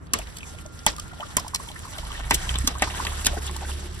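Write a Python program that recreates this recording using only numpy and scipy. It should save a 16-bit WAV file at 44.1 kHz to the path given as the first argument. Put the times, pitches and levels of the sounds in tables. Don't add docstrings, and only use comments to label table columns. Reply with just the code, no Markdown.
import sys
import numpy as np
from scipy import signal
from scipy.fft import rfft, irfft
from scipy.io import wavfile

SR = 44100
rng = np.random.default_rng(int(sys.argv[2]) if len(sys.argv) > 2 else 0)


def volts_from_decibels(level):
    exponent = np.asarray(level, float) / 20
    return 10 ** exponent


def waveform_to_disk(signal):
    frames = np.transpose(np.atleast_2d(signal))
    scaled = np.clip(frames, -1, 1) * 32767
    samples = np.round(scaled).astype(np.int16)
    wavfile.write(sys.argv[1], SR, samples)


N = 176400
TIME = np.arange(N) / SR
SHORT = np.arange(SR // 5) / SR

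# t/s, crack level/dB, crack f/Hz, knock level/dB, knock f/Hz
BURSTS = [
    (0.135, -11, 2760, -29, 1140),
    (0.8643, -11.5, 3310, -19, 830),
    (1.368, -10.5, 3240, -33, 1040),
    (2.3084, -15, 1490, -18, 897),
    (2.6746, -9.5, 6260, -34.5, 1230),
    (2.8208, -17.5, 2130, -19.5, 790),
    (3.2663, -9, 6200, -28, 1480),
]
# t/s, level/dB, f/Hz, length/s
JETS = [(0.187, -25.5, 3350, 0.0022), (0.366, -31, 4600, 0.0042), (0.9636, -32, 6100, 0.0018),
        (0.983, -29, 5560, 0.001), (0.9959, -23, 5600, 0.0022), (1.479, -29.5, 8250, 0.0034),
        (1.5458, -11, 6450, 0.0024), (1.557, -21, 5360, 0.0034), (1.982, -30, 10100, 0.0017),
        (2.34, -12.5, 10400, 0.0062), (2.3, -29, 6060, 0.0037), (2.6705, -21, 6130, 0.0043),
        (3.246, -21, 4430, 0.0029), (3.256, -16, 5230, 0.0047), (0.383, -31.5, 5000, 0.0028),
        (1.395, -26, 7650, 0.0035), (3.463, -28, 8200, 0.0042), (3.564, -23, 8600, 0.0017)]
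# t/s, level/dB, f/Hz
GURGLES = [(0.189, -33, 615), (0.536, -39.5, 556), (0.653, -39, 590), (0.982, -29.5, 1140),
           (1.129, -40, 710), (1.199, -30.5, 776), (1.227, -23, 1224), (1.249, -43, 555),
           (1.463, -32.5, 890), (1.546, -28, 990), (1.759, -29, 1710), (1.849, -32, 977),
           (1.974, -30.5, 695), (2.032, -35.5, 875), (2.104, -32.5, 1150), (2.15, -30, 1720),
           (2.436, -32, 1330), (2.55, -31, 984), (2.752, -28.5, 1040), (2.872, -26.5, 941),
           (2.998, -22, 925), (3.057, -32.5, 1060), (3.331, -28, 530), (3.367, -27, 706),
           (3.494, -32.5, 990), (3.559, -32.5, 869), (3.62, -31.5, 736), (3.632, -34.5, 790),
           (3.648, -31, 1460), (0.935, -39, 920), (1.052, -39, 1380), (1.113, -36, 1370), (1.2, -36.5, 588),
           (1.213, -33.5, 815), (1.332, -42, 730), (1.38, -23.5, 970), (1.446, -35, 820),
           (1.535, -31, 1044), (1.598, -34.5, 996), (1.673, -38, 890), (1.7, -37.5, 770),
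           (1.875, -38, 1000), (1.81, -52, 1350), (1.94, -44, 1360), (1.951, -33, 1390), (2.168, -37, 1380),
           (2.47, -37, 920), (2.561, -39, 1060), (2.596, -40, 1920), (2.953, -35, 1610), (3.005, -34, 980),
           (3.05, -29.5, 900), (3.067, -21.5, 1670), (3.113, -41, 650), (3.691, -37, 810),
           (3.767, -41, 1520), (3.883, -43, 1600),
           (2.641, -29, 247),
    (2.678, -30.5, 227),
    (2.838, -31, 253),
    (3.37, -28, 331),
    (3.374, -27, 1500),
]
# t/s, level/dB, f/Hz
DROPS = [(0.0687, -44, 4600), (0.271, -35.5, 3320), (0.6622, -31, 6400), (0.919, -30, 7440),
         (1.2042, -33, 2960), (1.792, -29, 8300), (2.1166, -29.5, 3050), (2.491, -19.5, 3320),
         (2.5558, -17.5, 3800), (2.586, -16.5, 8000), (2.7836, -29, 7670), (3.05, -18, 4300),
         (3.0673, -21.5, 3150), (3.5119, -26, 8520), (0.215, -37, 2580), (0.235, -52, 4230),
         (0.43, -35, 2400), (0.47, -49, 3300), (0.3243, -42, 3030), (0.4055, -37, 2870),
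         (0.549, -41.5, 3380), (0.586, -36.5, 2780), (0.791, -34, 5520), (1.08, -37, 7900),
         (1.1626, -51, 5030), (1.233, -42, 5500), (1.3338, -43, 7900), (1.687, -31, 3400),
         (1.715, -31, 3730), (1.7613, -47, 2900), (1.8331, -50, 3180), (1.9848, -28, 3250),
         (2.1509, -44, 3760), (2.4435, -37, 2760), (2.5405, -27, 3070), (2.9047, -34, 2900),
         (2.9735, -32, 3940), (3.194, -33.5, 2965), (3.5457, -33, 3300), (3.7152, -36, 3000)]
# t/s, gurgling body level/dB, bright sheet level/dB
FLOW = [(0, -91, -65.5), (.13, -49.5, -66), (.2, -51.5, -51), (.75, -68, -54), (1.202, -48.5, -51.5),
        (1.702, -57, -47), (2.1, -42.5, -46), (2.5, -45, -40), (2.78, -42.5, -46), (2.998, -35.5, -37),
        (3.19, -45.5, -39), (3.25, -46, -41.5), (3.36, -43, -44), (4, -57.5, -44)]
# f/Hz, level/dB
SPRAY_COLOUR = [(300, -5.5), (1500, -15), (4400, -14), (8400, -19.5), (13500, -48), (16000, -50)]
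# f/Hz, level/dB
SHEET_COLOUR = [(880, -6.5), (1500, -2.5), (2380, -12.5), (3440, -8.5), (6980, -11), (8120, 7.5),
                (14300, -70)]
# f/Hz, level/dB
BODY_COLOUR = [(260, -18), (480, -14), (902, 4.5), (2370, -25), (2960, 14.5), (5000, -45), (6500, -44),
               (11000, -120)]
# t/s, crank turns f/Hz, level/dB
ENGINE = [
    (2.0, 26.46, -36.5),
    (2.18, 26.45, -38.5),
    (2.312, 26.95, -31.5),
    (2.522, 30.06, -27.5),
    (2.663, 32.72, -30.5),
    (2.72, 33.82, -40),
    (2.9, 36.3, -34),
    (3.45, 34.84, -34.5),
    (4, 35.45, -38),
]
# multiple of the crank speed, level/dB
ENGINE_ORDERS = [(1, -6), (2, 1), (3, -13), (4, -17.5), (5, -19.5), (5.5, -24.5)]
# f/Hz, level/dB, start t/s, end t/s
HUMS = [
    (80, -48, -1, 2.1),
    (160, -55, -1, 2.1),
    (192, -52, 3.35, 3.95),
    (356, -55, 2.8, 3.25),
    (1392, -57, .4, 1.4),
]
# f/Hz, level/dB
AIR_COLOUR = [(15, -37), (25, -12), (45, -5), (83, -5), (250, -14.5), (480, -23.5), (800, -30.5),
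              (1230, -25.5), (1380, -25), (2500, -45.5), (3250, -60), (5500, -120)]
# f/Hz, likeness (0 to 1)
LIKENESS = [(60, 0.87), (200, 0), (700, 0), (2000, 0), (6000, 0.16)]


def unit(x):
    return x / np.sqrt(np.mean(x ** 2) + 1e-20)


def at_hz(points, hz):
    table = np.array(points)
    return np.interp(np.log(hz), np.log(table[:, 0]), table[:, 1])


def drift(rate):
    step = 40
    r = np.exp(-2 * np.pi * rate * step / SR)
    slow = signal.lfilter([1], [1, -2 * r, r * r], rng.standard_normal(N // step + 2002))[2000:]
    return np.interp(np.arange(N) / step, np.arange(len(slow)), unit(slow - slow.mean()))


def ring(x, hz, t60):
    r, w = volts_from_decibels(-60 / (t60 * SR)), 2 * np.pi * hz / SR
    return signal.lfilter([0, np.sin(w)], [1, -2 * r * np.cos(w), r * r], x + 1e-18)


def cut(x, hz, kind):
    return signal.sosfilt(signal.butter(2, hz, kind, fs=SR, output="sos"), x)


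def swell(t, rise, t60):
    t = np.maximum(t, 0)
    return (1 - np.exp(-t / rise)) * volts_from_decibels(-60 * t / t60)


def add(out, s, x):
    i = int(s * SR)
    out[i:i + len(x)] += x[:N - i]


def hiss(colour, patchy_db):
    out, shared, edges = 0, drift(25), 22 * 2 ** np.arange(0, 9.6, .5)
    white = rng.standard_normal((2, 2, N))
    for k, (low, high) in enumerate(zip(edges, edges[1:])):
        mid, side = cut(white[k % 2], [low, high], "band")
        hz = np.sqrt(low * high)
        alike = np.clip(at_hz(LIKENESS, hz), 0, 1)
        gain = volts_from_decibels(at_hz(colour, hz) + patchy_db * (.5 * shared + drift(14)))
        out = out + gain * (np.sqrt(1 + alike) * mid + np.sqrt(1 - alike) * side * [[1], [-1]])
    return unit(out)


def torn(hz):
    jumps = np.repeat(rng.standard_normal(SR // 100), 20)
    grit = rng.standard_normal(SR // 5) * volts_from_decibels(3.0 * jumps)
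    wide = unit(cut(cut(grit, 3550, "high"), 8750, "low"))
    return unit(wide + 0.65 * unit(ring(grit, hz, 4.5 / hz)))


def grains(per_s, low_hz, high_hz, cycles, size_db):
    clicks = volts_from_decibels(size_db * np.minimum(rng.exponential(1, N), 4)) * rng.choice([-1, 1], N)
    clicks = clicks * (rng.random(N) < per_s * volts_from_decibels(3.5 * drift(30)) / SR)
    dealt, out = rng.integers(0, 14, N), np.zeros(N)
    for k, hz in enumerate(np.geomspace(low_hz, high_hz, 14)):
        onset = ring(clicks * (dealt == k), hz, cycles / hz)
        out += hz * ring(onset, hz, 0.91 / hz)
    return unit(out)


def cracks():
    out = np.zeros(N)
    rise_s, tear_t60_s, snap_t60_s, twang_t60_s = .0003, 0.031, .008, .012
    shape = swell(SHORT, rise_s, tear_t60_s) + volts_from_decibels(6) * swell(SHORT, rise_s, snap_t60_s)
    for s, db, hz, _, _ in BURSTS:
        add(out, s, volts_from_decibels(db - 2) * shape * torn(hz))
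        twang = swell(SHORT, .0002, twang_t60_s) * np.sin(2 * np.pi * hz * SHORT)
        add(out, s + 0.000928, volts_from_decibels(db - 1.5) * twang)
    return out


def knocks():
    out, lag_s = np.zeros(N), 0.001214
    hollow_t60_s, knock_t60_s, thud_hz, thud_t60_s = 0.018, 0.079, 304, 0.03
    thud = np.sin(2 * np.pi * thud_hz * SHORT / (1 + 42.0 * SHORT)) * swell(SHORT, 0.001, thud_t60_s)
    for s, crack_db, _, db, hz in BURSTS:
        slap = rng.standard_normal(len(SHORT))
        knock = unit(ring(slap, hz, 9 / hz)) + unit(cut(slap, [800, 2200], "band"))
        knock = cut(cut(knock, .8 * hz, "high"), .8 * hz, "high")
        hollow = swell(SHORT, 0.00038, hollow_t60_s) * np.sin(2 * np.pi * hz * SHORT)
        add(out, s + lag_s, volts_from_decibels(db + 13) * hollow)
        add(out, s + lag_s, volts_from_decibels(db + 3.5) * swell(SHORT, 0.000075, knock_t60_s) * knock)
        add(out, s, volts_from_decibels((crack_db + db) / 2 - 5) * thud)
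    return out


def jets():
    out, lead_s = np.zeros(N), .03
    t = SHORT - lead_s
    for s, db, hz, length in JETS:
        shape = np.exp(-np.abs(t) / max(length, .0008) * np.where(t < 0, 1.8, 1))
        add(out, s + .8 * length - lead_s, volts_from_decibels(db - 1) * shape * torn(hz))
    return out


def spray():
    rise_s, t60_s, shape = 0.014, 0.19, np.zeros(N)
    for s, crack_db, _, knock_db, _ in BURSTS:
        shape += volts_from_decibels((crack_db + knock_db) / 2) * swell(TIME - s, rise_s, t60_s)
    return volts_from_decibels(-3.5) * shape * hiss(SPRAY_COLOUR, patchy_db=3.5)


def gurgles():
    out, t = np.zeros(N), np.arange(SR // 10) / SR
    spread_s, longest_s, rise_per_s = 0.0059, 0.034, 10.1
    for s, db, hz in GURGLES:
        for k, (late, detune) in enumerate(rng.random((4, 2))):
            pitch = hz * (1 + 0.37 * k * (detune - .3))
            tone = np.sin(2 * np.pi * pitch * (t + rise_per_s * t * t / 2))
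            shape = swell(t, 0.0023, min(24 / pitch, longest_s))
            add(out, s + spread_s * k * late, volts_from_decibels(db + 7.5 - 3.07 * k) * shape * tone)
    return out


def drops():
    out, t = np.zeros(N), np.arange(SR // 10) / SR
    for s, db, hz in DROPS:
        tick = unit(ring(rng.standard_normal(len(t)), hz, 17.0 / hz)) + 0.24 * torn(hz)[:len(t)]
        add(out, s, volts_from_decibels(db + 6) * swell(t, 0.00071, 0.0028 + 33.4 / hz) * tick)
    return out


def runoff():
    s, *levels = np.transpose(FLOW)
    body, sheet = (volts_from_decibels(np.interp(TIME, s, db) + 2.2 * drift(14)) for db in levels)
    fizz = volts_from_decibels(-5) * grains(1200, 4500, 11500, cycles=10, size_db=3.5)
    crackle = volts_from_decibels(-4.0) * cut(grains(300, 1500, 5000, cycles=9.0, size_db=4.5), 6000, "low")
    bubbles = grains(200, 704, 1795, cycles=27.0, size_db=4.0)
    bubbles = volts_from_decibels(-8) * cut(bubbles, [600, 2500], "band")
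    top = signal.butter(12, 13900, fs=SR, output="sos")
    near = signal.sosfilt(top, sheet * fizz) + body * (bubbles + crackle)
    far = signal.sosfilt(top, sheet * volts_from_decibels(3) * hiss(SHEET_COLOUR, patchy_db=2.5))
    return near, far + body * volts_from_decibels(-4.0) * hiss(BODY_COLOUR, patchy_db=3.5)


def boom():
    hz, t60_s, lag_s = 53.6, 0.7, 0.02
    shake = sum(swell(TIME - s - lag_s, 0.033, t60_s) for s, *_ in BURSTS)
    return volts_from_decibels(-33) * shake * unit(ring(rng.standard_normal(N), hz, 0.84))


def engine():
    s, hz, db = np.transpose(ENGINE)
    speed = np.interp(TIME, s, hz) * (1 + 0.012 * drift(7.1))
    turn = 2 * np.pi * np.cumsum(speed) / SR
    out = np.zeros(N)
    for k, level_db in ENGINE_ORDERS:
        out += volts_from_decibels(level_db + (1.86 + .5 * k) * drift(8.2)) * np.sin(k * turn + rng.uniform(0, 4.3))
    catch = np.clip((TIME - s[0]) / 0.02 + 1, 0, 1)
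    return out * np.sqrt(2) * volts_from_decibels(np.interp(TIME, s, db)) * catch


def car_hums():
    drone_hz, drone_from_s = 363, 3.33
    drone = unit(ring(rng.standard_normal(N), drone_hz, 0.069)) * volts_from_decibels(2.6 * drift(7.2))
    out = volts_from_decibels(-51) * np.clip((TIME - drone_from_s) / 0.18, 0, 1) * drone
    for hz, db, start, end in HUMS:
        gate = np.clip(np.minimum(TIME - start, end - TIME) / 0.11, 0, 1)
        out = out + np.sqrt(2) * volts_from_decibels(db + 0.43 * drift(0.87)) * gate * np.sin(2 * np.pi * hz * TIME)
    return out


def open_air():
    return volts_from_decibels(-43) * hiss(AIR_COLOUR, patchy_db=1.0)


def place(x):
    n, dull = np.arange(N), cut(x, 4100, "low")
    lag_s = 0.00027 - 0.000059 * TIME
    out = np.array([x, np.interp(n - SR * lag_s, n, x)])
    echo_db, echo_t60_s = -6.5, 0.065
    for k, lag in enumerate(rng.uniform(0.000884, .02, 14)):
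        i = int(lag * SR)
        out[k % 2, i:] += volts_from_decibels(echo_db - 60 * lag / echo_t60_s) * (-1) ** (k // 2) * dull[:N - i]
    return out


def scene():
    trickle, sheet = runoff()
    wheel = place(cracks() + knocks() + jets() + gurgles() + drops() + trickle)
    low = boom() + engine() + car_hums() + open_air()
    bass_pan = volts_from_decibels([[-1], [1]])
    return wheel + spray() + sheet + low * bass_pan


def roll_off(x):
    return signal.sosfilt(signal.butter(12, 16630, fs=SR, output="sos"), x)


def record(dry):
    hz, (left, right) = np.fft.rfftfreq(N, 1 / SR), rfft(dry)
    port_hz, lead_s, in_step_hz, leak = 6000, 17.05 / SR, 8070, .012
    share = (1 - leak) / (1 + (port_hz / np.maximum(hz, 1)) ** 12)
    ahead = left * np.exp(2j * np.pi * (hz - in_step_hz) * lead_s)
    dip = volts_from_decibels(-7 * np.exp(-((hz - 4600) / 800) ** 2))
    both = irfft(np.array([left * dip, share * ahead + np.sqrt(1 - share ** 2) * right]), N)
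    both = signal.sosfilt(signal.butter(8, 14100, fs=SR, output="sos"), both)
    return roll_off(both / (1 + np.abs(both) ** 6) ** (1 / 6))


dry = scene()
out = record(dry)
waveform_to_disk(out)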